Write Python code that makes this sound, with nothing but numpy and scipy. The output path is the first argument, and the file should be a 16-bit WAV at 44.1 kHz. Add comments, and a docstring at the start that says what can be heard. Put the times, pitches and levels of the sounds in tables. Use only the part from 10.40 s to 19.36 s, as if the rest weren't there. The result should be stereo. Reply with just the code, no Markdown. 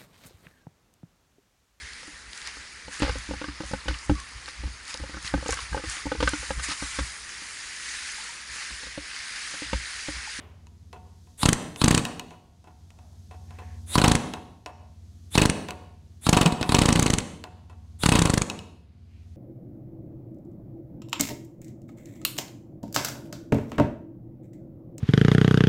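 """An air hammer drives a steel bushing out of a tractor axle in short bursts, in a reverberant workshop.
Each burst opens with a rush of air: shaped noise plus a faint whistle. Each piston stroke is an
exhaust pulse with a noise spit and, a few ms later, a blow: noise crack, ringing modes, dull thud.
The loose chisel ticks and clanks, grip rubs are swelling noise; a motor hums (beating sines) and
a hose coupling leaks (hiss). Decaying noise bands form the room."""
import sys
import numpy as np
from scipy import signal
from scipy.fft import rfft, irfft, next_fast_len
from scipy.io import wavfile

SR = 44100
rng = np.random.default_rng(int(sys.argv[2]) if len(sys.argv) > 2 else 0)


def store_pcm(level_fs):
    """Save levels as 16-bit WAV."""
    pcm = np.round(np.clip(level_fs, -1, 1) * 32767).astype(np.int16)
    wavfile.write(sys.argv[1], SR, np.atleast_2d(pcm).T)


N = 395136
TIME_S = np.arange(N) / SR
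MS = 1e-3

# All table levels are relative: the functions add trims.
# bursts: first stroke t/s, last stroke t/s, valve lead/s, air rush level/dB, thump level/dB,
# blow level/dB, limp/ms
BURSTS = [(1.0316, 1.1256, 0.059, -27, 3.5, -10, 0.5), (1.4159, 1.576, 0.064, -34.5, 3, -10, 5.5),
          (3.5552, 3.592, .095, -27.5, 4.5, -14.5, -2), (3.6159, 3.757, .01, -35.5, 4, -11, 0),
          (4.9533, 5.0967, 0.05, -31, 3.5, -13.5, 0), (5.8662, 6.06, 0.059, -32.5, 4, -12, 0.5),
          (6.3209, 6.7793, 0.088, -38.5, 3, -12, 7), (7.635, 8.0203, 0.049, -30.5, 3, -12, 0.5)]
# how the tool is leant on, one curve per burst: t/s, mean stroke period/ms, chisel ring level/dB
LEAN = [
    [(1.055, 30.3, -30), (1.086, 40, -43.5)],
    [(1.44, 34, -29), (1.548, 32.1, -27)],
    [(3.58, 34, -15.5)],
    [(3.638, 38, -13), (3.717, 34.8, -35.5)],
    [(4.977, 38.6, -14.5), (5.016, 38.2, -16.5), (5.056, 40.6, -51.5)],
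    [(5.892, 37, -37), (5.928, 40.2, -14.5), (6.014, 45.9, -17)],
    [(6.345, 35, -21.5), (6.623, 34.1, -31), (6.656, 42.4, -19), (6.701, 32.2, -41.5), (6.735, 48.3, -31.5)],
    [(7.659, 28.9, -53.5), (7.714, 33, -17.5), (7.752, 36, -17.5), (7.79, 28.8, -35.5),
     (7.852, 44.3, -23.5), (7.905, 38, -44), (7.976, 39.8, -57)],
]
# single strokes, trigger feathered: t/s, thump level/dB, blow level/dB, chisel ring level/dB
STUTTERS = [(6.1223, -6, -42.5, -51), (6.2118, -5, -39.5, -32.5), (6.292, -0.5, -27.5, -29.5)]
# light knocks of the chisel on its seat: t/s, tick level/dB, axle ring level/dB
KNOCKS = [(0.269, -38.5, -67.5), (0.5295, -34.5, -41), (0.87, -49.5, -61.5), (1.3602, -23, -46),
          (1.652, -10.5, -31.5), (1.7957, -15, -41.5), (1.9066, -36.5, -44), (2.242, -46.5, -54.5),
          (2.2724, -64.5, -50.5), (2.5046, -40, -63), (2.588, -42.5, -57), (2.9097, -55, -43.5),
          (3.1074, -40.5, -49.5), (3.1873, -50, -40.5), (3.937, -17.5, -34), (4.2609, -23, -37),
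          (5.2863, -21, -32.5), (5.3072, -17.5, -59.5), (6.2286, -10.5, -27), (7.0399, -24, -41.5),
          (7.2971, -49.5, -48.5), (8.0995, -10.5, -38), (8.1904, -24, -62.5)]
# gloves and hose rubbing: start t/s, end t/s, centre f/Hz, level/dB
RUBS = [(2.474, 2.843, 680, -65.5), (3.046, 3.425, 1750, -60), (8.662, 8.89, 2420, -71)]
# background: t/s, hum level/dB, leak level/dB
BACKGROUND = [(0.1, -49.5, -70), (0.72, -50, -65.5), (0.9, -55, -62.5), (2.1, -58.5, -70),
              (2.676, -49.5, -63.5), (3.42, -39, -60), (4.25, -57.5, -70), (4.356, -50, -70),
              (4.88, -45, -63), (5.55, -48.5, -71), (5.768, -49, -66.5), (7.15, -49, -74),
              (7.532, -43.5, -68), (8.45, -51.5, -81), (8.9, -44, -69.5)]
# beating motor tones: mean f/Hz, level/dB
HUM = [(88.8, 0), (72, -2.5), (75, -17.5), (228, -17)]

# modes of chisel and bushing: f/Hz, level/dB, t60/s
CHISEL_MODES = [(960, -7, 0.075), (2570, -4.5, 0.046), (2910, -0.5, 0.023), (3126, -7.5, .03),
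                (3800, -11.5, 0.045), (5390, -10, 0.022), (6170, -19.5, .03), (7900, -25, 0.025),
                (7900, -21, 0.092)]
# main modes of the axle housing: f/Hz, level/dB, t60/s
AXLE_MODES = [(730.6, -2, 0.55), (912, -3, 0.31), (1015.3, -0.5, 0.24), (1102, -5.5, .25),
              (1437, -6.5, 0.16), (2617, -6.5, .2)]
# standing waves between floor and tractor: f/Hz, level/dB, t60/s
BOOM_MODES = [(141, -4.5, 0.081), (172.5, -0.5, 0.14), (232, 3, 0.14)]

# exhaust turbulence, also after-hits: f/Hz, level/dB per Hz
SPIT_COLOUR = [(300, 1), (600, 3), (1000, 15), (1700, 0.5), (3000, 2.5), (4300, 8.5), (5800, -10),
               (8200, -1), (10200, -4), (12000, -20.5), (16000, -33)]
# piston on chisel: f/Hz, level/dB per Hz
CRACK_COLOUR = [(400, -24.5), (1200, -0.5), (3000, -1.5), (5000, -7.5), (6300, 0.5), (8500, -1), (9300, -5),
                (11000, -12.5), (12500, -34.5), (16000, -37)]
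# air through the opening valve: f/Hz, level/dB per Hz
RUSH_COLOUR = [(1200, -9.5), (3000, -10.5), (3700, -7.5), (5300, -20), (7200, -4), (10300, 2), (12000, -11),
               (16000, -21)]
# hose coupling leak: f/Hz, level/dB per Hz
LEAK_COLOUR = [(1760, -44.5), (3000, -7.5), (3230, -3.5), (6460, 0.5), (7150, -3), (11900, -10),
               (15000, -17)]
# dull shop noise: f/Hz, level/dB per Hz
SHOP_COLOUR = [(15, -66.5), (25, -24), (87, -9.5), (201, -19), (235, -22.5), (622, -42), (711, -32),
               (777, -43), (5000, -49.5), (6500, -83.5), (11000, -120)]
# light touch of the chisel: f/Hz, level/dB per Hz
TICK_COLOUR = [(400, -22), (1200, -5.5), (2600, 2), (4200, -3), (5500, -6), (7300, -4.5), (9500, -14),
               (14000, -30)]
# casting under a hard blow: f/Hz, level/dB per Hz
CLANG_COLOUR = [(200, -17), (390, 1.5), (540, -4.5), (730, -5), (1000, -3), (1350, -10.5), (3000, -11),
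                (6000, -33.5)]
# casting under a soft knock: f/Hz, level/dB per Hz
CLUNK_COLOUR = [(200, -20), (390, -0.5), (540, -6.5), (730, -0.5), (1050, -7.5), (1600, -16), (3000, -20.5),
                (6000, -42)]

# hall response by band: centre f/Hz, level/dB, tail t60/s
ROOM = [(60.3, -24.5, 1.3), (180, -13, 0.73), (452, -8.5, 0.73), (700, -7.5, 0.61), (1400, -11, 0.48),
        (3600, -15.5, 0.62), (7840, -14.5, 0.39), (14000, -19, 0.9)]
# left-right likeness of noise: f/Hz, likeness/1
LIKENESS = [(30, .9), (200, .93), (1000, 0.77), (3000, 0.75), (8000, .6)]
# left microphone against right: f/Hz, level/dB
LEFT_COLOUR = [(60, -1), (130, 2), (640, 0), (4000, 1), (8000, 0.6), (13000, -2)]
# left microphone against right: f/Hz, phase lead/rad
LEFT_PHASE = [(200, 0), (900, -.15), (3200, -0.66), (8300, -0.44), (15000, 0.15)]

# first stroke, from rest: short, barely strikes; thump and blow relative to its burst
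FIRST_PERIOD_MS, FIRST_TRAVEL_MS = 23.5, 1.4
FIRST_THUMP_DB, FIRST_BLOW_DB, FIRST_RING_DB = -6, -21, -36.5
# long, ringing strokes alternate with short, dead ones
LIMP_SETTLES_S, LIMP_DB_PER_MS = .25, 0.97
# pressure sinks through a burst and collapses at its end
SAG_DB_PER_S, BLEED_S, BLEED_DB = 9.5, 0.013, -4.5
# exhaust puff to blow; the second is added as air runs out
TRAVEL_MS, SLOW_TRAVEL_MS = 3.8, 0.96
# turbulence is strongest just after the valve opens
SPIT_DB, SPIT_FALL_DB, SPIT_FALL_S, SPIT_BLEED_DB = -13.5, -8, 0.084, -10.5
STUTTER_SPIT_DB = -17.5  # relative to the thump
# around this ring level the chisel comes loose: softer crack, piston rebounds; both scale with looseness
LOOSE_DB, LOOSE_WIDTH_DB, LOOSE_BLOW_DB = -27.5, 0.5, -3.5
REBOUND_S, REBOUND_DB, REBOUND_SPIT_DB = .0195, -2.5, -18
BUFFET_DB, BUFFET_HZ, BUFFET_T60_S = -32, 75, .2
THUD_DB, THUD_LOW_HZ, THUD_HIGH_HZ = -7.5, 93, 900
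AFTER_T60_S = 0.0098
WHISTLE_DB, WHISTLE_SCATTER_DB, WHISTLE_SPREAD = -2, 3, .015
BOUNCE_S, BOUNCE_DB = .032, -7.5
SHIMMER_LOW_HZ, SHIMMER_HIGH_HZ = 1102, 9980
SHIMMER_DB, SHIMMER_TILT_DB_PER_OCTAVE, SHIMMER_T60_S = -21, -2, .12
CUTOFF_HZ = 16500  # stopband edge


def from_db(db):
    """Decibels to gain."""
    return 10 ** (np.asarray(db) / 20)


def rms_one(x):
    """Scale to rms 1."""
    return x / np.sqrt(np.mean(x ** 2) + 1e-20)


def at_hz(points, hz):
    """Read a table on a log-frequency axis."""
    knots, values = np.transpose(points)
    return np.interp(np.log(hz + 1), np.log(knots), values)


def stereo_bins(size):
    """Frequencies and spectrum of white noise at two microphones, more alike in the bass."""
    hz = np.arange(size // 2 + 1) * SR / size
    mid, side = rfft(rng.standard_normal((2, size)))
    alike = np.clip(at_hz(LIKENESS, hz), 0, 1)
    shared = np.sqrt((1 + alike) / 2) * mid
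    opposed = np.sqrt((1 - alike) / 2) * side * [[1], [-1]]
    return hz, shared + opposed


def noise(colour):
    """Stereo noise of a given colour, rms 1."""
    hz, bins = stereo_bins(next_fast_len(N))
    return rms_one(irfft(bins * from_db(at_hz(colour, hz)))[:, :N])


def drift(rate_hz):
    """Slow chance: unit-normal knots joined by straight lines."""
    knots_s = np.arange(0, N / SR + 1, 1 / rate_hz)
    return np.interp(TIME_S, knots_s, rng.standard_normal(len(knots_s)))


def clicks(times_s, db):
    """One impulse per event."""
    samples = np.round(times_s * SR).astype(int)
    return np.bincount(samples, from_db(db), N)[:N] + 1e-18  # offset avoids denormals


def fade(hits, t60_s):
    """Each impulse becomes an envelope that jumps up and dies away."""
    return signal.lfilter([1], [1, -from_db(-60 / (t60_s * SR))], hits)


def band_pass(x, low_hz, high_hz):
    """Second-order Butterworth band-pass."""
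    return signal.sosfilt(signal.butter(2, [low_hz, high_hz], "band", fs=SR, output="sos"), x)


def struck(modes, times_s, db, scatter_db):
    """Each touch rings every mode at a random strength; neighbouring modes start in opposite senses."""
    out = np.zeros(N)
    for k, (hz, mode_db, t60_s) in enumerate(modes):
        r = from_db(-60 / (t60_s * SR))
        w = 2 * np.pi * hz / SR
        hits = clicks(times_s, db + mode_db + scatter_db * rng.standard_normal(len(times_s)))
        out += signal.lfilter([0, (-1) ** k * np.sin(w)], [1, -2 * r * np.cos(w), r * r], hits)
    return out


def shimmer(times_s, db, count=40):
    """Dense, faint upper modes of bushing and axle give each touch a metallic sheen."""
    spaced_hz = np.geomspace(SHIMMER_LOW_HZ, SHIMMER_HIGH_HZ, count)
    scattered_hz = spaced_hz * np.exp(rng.normal(0, 0.026, count))
    levels_db = SHIMMER_DB + SHIMMER_TILT_DB_PER_OCTAVE * np.log2(scattered_hz / SHIMMER_LOW_HZ)
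    modes = [(hz, mode_db, SHIMMER_T60_S) for hz, mode_db in zip(scattered_hz, levels_db)]
    return struck(modes, times_s, db, scatter_db=2)


def casting(times_s, db, t60_s, colour):
    """The heavy casting has so many short modes that they merge into one noise-like clang."""
    return fade(clicks(times_s, db), t60_s) * noise(colour)


def background():
    """A throbbing motor hum swells with dull shop noise; a thin leak hisses at the hose coupling."""
    s, *columns = np.vstack(BACKGROUND).T
    hum_db, leak_db = [np.interp(TIME_S, s, c) for c in columns]
    warped_s = np.cumsum(1 + 0.0034 * drift(2.1)) / SR  # wavering motor speed
    tones = sum(from_db(db) * np.sin(2 * np.pi * hz * warped_s) for hz, db in HUM)
    hum = from_db(hum_db + 1.5) * tones
    shop = from_db(0.21 * hum_db - 44.5) * noise(SHOP_COLOUR)
    leak = from_db(leak_db - 3.5) * noise(LEAK_COLOUR)
    return hum + shop + leak


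def knocks():
    """The loose chisel ticks and drops back, the axle clanks; an earlier clank is still dying away."""
    s, tick_db, axle_db = np.transpose(KNOCKS)
    tick = from_db(-7) * fade(clicks(s, tick_db), t60_s=.009) * noise(TICK_COLOUR)
    touches_s = np.r_[s, s + BOUNCE_S]
    touch_db = np.r_[axle_db, axle_db + BOUNCE_DB]
    axle = struck(AXLE_MODES, touches_s, touch_db - 7, scatter_db=0.5)
    clunk = casting(touches_s, touch_db - 1.5, t60_s=0.12, colour=CLUNK_COLOUR)
    dying = casting(np.zeros(1), np.array([-50]), t60_s=0.6, colour=CLANG_COLOUR)
    chisel = struck(CHISEL_MODES, s, np.maximum(tick_db, axle_db) - 19, scatter_db=4)
    return tick + axle + clunk + dying + chisel + shimmer(s, axle_db - 2)


def workshop(x, early_t60_s, early_db, gap_s, build_s):
    """Floor and tractor return dense early sound; the hall's tail builds slowly, decaying by band."""
    size = 2 * SR
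    t = TIME_S[:size]
    hz, bins = stereo_bins(size)
    centres_hz, response = np.array(ROOM)[:, 0], 0
    early = from_db(early_db) * rms_one((t > gap_s) * from_db(-60 * t / early_t60_s))
    for share, (_, db, t60_s) in zip(np.eye(len(ROOM)), ROOM):
        band = irfft(bins * at_hz(np.c_[centres_hz, share], hz))  # triangular, overlapping bands
        tail = rms_one(np.clip(t / build_s, 0, 1) * from_db(-60 * t / t60_s))
        response = response + band * from_db(db) * np.hypot(early, tail) / np.sqrt(size)
    return signal.fftconvolve(x.mean(axis=0)[None], response, axes=1)[:, :N]


def air_rush(whistle_hz, rise_hz):
    """Air hisses as the valve opens; a faint whistle, new each pull, rises and breaks up before the piston."""
    hiss_gain, whistle = np.zeros(N), np.zeros(N)
    chances = rng.standard_normal((len(BURSTS), 2))
    for (first_s, last_s, lead_s, db, *_), (pitch_chance, level_chance) in zip(BURSTS, chances):
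        span = slice(int((first_s - lead_s) * SR), int(last_s * SR))
        t = TIME_S[span]
        opening = np.clip(1 + (t - first_s) / lead_s, 0, 1)
        running = np.sqrt(np.clip((t - first_s) / (last_s - first_s), 0, 1))
        hiss_gain[span] = opening * from_db(db - 2.7 * (2.5 - opening) - 23 * running)
        jitter_hz = (450 + 2200 * opening ** 3) * rng.standard_normal(N)[span]
        pitch_hz = whistle_hz * (1 + WHISTLE_SPREAD * pitch_chance) + rise_hz * opening ** 3 + jitter_hz
        level_db = db + 6 - 30 * (1 - opening) - 45 * running
        level_db = level_db + WHISTLE_DB + WHISTLE_SCATTER_DB * level_chance
        whistle[span] = opening * from_db(level_db) * np.sin(2 * np.pi * np.cumsum(pitch_hz) / SR)
    return hiss_gain * noise(RUSH_COLOUR) + whistle


def burst_strokes(burst, lean):
    """Rows of one burst: t/s, thump/dB, spit/dB, blow t/s, blow/dB, ring/dB, looseness 0-0.5."""
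    first_s, last_s, _, _, thump_db, blow_db, limp_ms = burst
    knots_s, periods_ms, rings_db = np.transpose(lean)
    rows = [(first_s, thump_db + FIRST_THUMP_DB, SPIT_DB, first_s + FIRST_TRAVEL_MS * MS,
             blow_db + FIRST_BLOW_DB, FIRST_RING_DB, 0)]
    s, swing_ms = first_s + FIRST_PERIOD_MS * MS, limp_ms
    while s < last_s + periods_ms[-1] * MS / 2:
        age_s = s - first_s
        spent = np.exp(-max(last_s - s, 0) / BLEED_S)
        limp_now_ms = swing_ms * np.exp(-age_s / LIMP_SETTLES_S)
        ring_db = np.interp(s, knots_s, rings_db) + LIMP_DB_PER_MS * limp_now_ms
        loose = 1 / (2 + np.exp((LOOSE_DB - ring_db) / LOOSE_WIDTH_DB))
        sag_db = SAG_DB_PER_S * age_s
        spit_db = SPIT_DB + SPIT_FALL_DB * (1 - np.exp(-age_s / SPIT_FALL_S)) + SPIT_BLEED_DB * spent
        blow_s = s + (TRAVEL_MS + SLOW_TRAVEL_MS * spent) * MS
        rows.append((s, thump_db - sag_db + BLEED_DB * spent, spit_db, blow_s,
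                     blow_db - sag_db + LOOSE_BLOW_DB * loose, ring_db, loose))
        s += (np.interp(s, knots_s, periods_ms) + limp_now_ms) * MS
        swing_ms = -swing_ms
    return rows


def strokes():
    """Every piston stroke, in bursts or alone, as columns."""
    rows = [row for burst, lean in zip(BURSTS, LEAN) for row in burst_strokes(burst, lean)]
    for s, thump_db, blow_db, ring_db in STUTTERS:
        rows.append((s, thump_db, thump_db + STUTTER_SPIT_DB, s + TRAVEL_MS * MS, blow_db, ring_db, 0))
    return np.transpose(rows)


def air_pulse(hits, low_hz, high_hz, swing_hz, width_hz):
    """A slug of vented air is a soft pressure pulse that swings out and back in the exhaust port."""
    r = np.exp(-np.pi * width_hz / SR)
    port = np.array([1, -2 * r * np.cos(2 * np.pi * swing_hz / SR), r * r])
    slug = band_pass(signal.unit_impulse(SR // 10), low_hz, high_hz)
    pulse = signal.lfilter(port[::-1], port, -slug)  # all-pass
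    return signal.oaconvolve(hits, pulse / np.abs(pulse).max())[:N]


def exhaust(s, pulse_db, spit_db, loose):
    """Strokes and rebounds vent a thump of air with a turbulent spit; strokes also boom and buffet the mics."""
    vents = clicks(s, pulse_db)
    rebounds = clicks(s + REBOUND_S, pulse_db + REBOUND_DB + 20 * np.log10(loose + 1e-9))
    thumps = air_pulse(vents + rebounds, low_hz=39.7, high_hz=256, swing_hz=202.5, width_hz=350)
    boom = struck(BOOM_MODES, s + .007, pulse_db - 32, scatter_db=7)
    spits = fade(clicks(s, spit_db) + from_db(REBOUND_SPIT_DB) * rebounds, t60_s=0.03)
    low_pass = signal.butter(2, BUFFET_HZ, fs=SR, output="sos")
    eddies = rms_one(signal.sosfilt(low_pass, rng.standard_normal((2, N))))  # separate per microphone
    buffet = from_db(BUFFET_DB) * fade(vents, BUFFET_T60_S) * eddies
    return from_db(-10.5) * thumps + boom + spits * noise(SPIT_COLOUR) + buffet


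def blows(at_s, blow_db, ring_db):
    """Piston meets chisel with a crack; chisel and axle ring, loose after-hits follow, the casting recoils."""
    hits = clicks(at_s, blow_db)
    crack_gain = fade(hits, t60_s=0.01) + from_db(-11) * fade(hits, t60_s=0.036)
    crack = crack_gain * noise(CRACK_COLOUR)
    chisel = struck(CHISEL_MODES, at_s, ring_db, scatter_db=2.5)
    sheen = shimmer(at_s, (ring_db + blow_db) / 2 - 6)
    axle = struck(AXLE_MODES, at_s, ring_db - 21, scatter_db=4.5)
    clang = casting(at_s, ring_db - 3, t60_s=.1, colour=CLANG_COLOUR)
    # three after-hits per blow
    lags_s = rng.uniform(.004, .026, size=(len(at_s), 3))
    after = sum(clicks(at_s + lag_s, (blow_db + ring_db) / 2 - 9.5) for lag_s in lags_s.T)
    chatter = fade(after, AFTER_T60_S) * noise(SPIT_COLOUR)
    # recoil: one short, dull pulse
    thud = band_pass(-hits, THUD_LOW_HZ, THUD_HIGH_HZ) * SR / (np.pi * THUD_HIGH_HZ)
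    return crack + chisel + sheen + axle + clang + chatter + from_db(THUD_DB) * thud


def rubs():
    """Soft, uneven friction while the grip is shifted."""
    out = 0
    for start_s, end_s, hz, db in RUBS:
        swell = np.sin(np.pi * np.clip((TIME_S - start_s) / (end_s - start_s), 0, 1))
        friction = noise([(hz / 4, -45), (hz, 0), (hz * 8, -50)])
        out = out + swell * from_db(db + drift(31)) * friction
    return out


def scene():
    """The hammer close by, in its room."""
    s, thump_db, spit_db, blow_s, blow_db, ring_db, loose = strokes()
    hammer = knocks() + air_rush(whistle_hz=3490, rise_hz=530)
    hammer = hammer + exhaust(s, thump_db, spit_db, loose) + blows(blow_s, blow_db, ring_db)
    room = workshop(hammer, early_t60_s=0.11, early_db=-3, gap_s=0.0054, build_s=0.14)
    return hammer + room + rubs() + background()


def record(dry):
    """Left microphone has its own colour and phase and less deep bass; peaks are rounded, the top is cut."""
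    hz = np.fft.rfftfreq(N, 1 / SR)
    left_response = from_db(at_hz(LEFT_COLOUR, hz)) * np.exp(1j * at_hz(LEFT_PHASE, hz))
    coloured = irfft(rfft(dry[0]) * left_response, N)
    left = signal.sosfilt(signal.butter(1, 42, "high", fs=SR, output="sos"), coloured)
    rounded = 1.1 * np.tanh(np.array([left, dry[1]]) / 1.1)
    return signal.sosfilt(signal.cheby2(16, 70, CUTOFF_HZ, fs=SR, output="sos"), rounded)


dry = scene()
out = record(dry)
store_pcm(out)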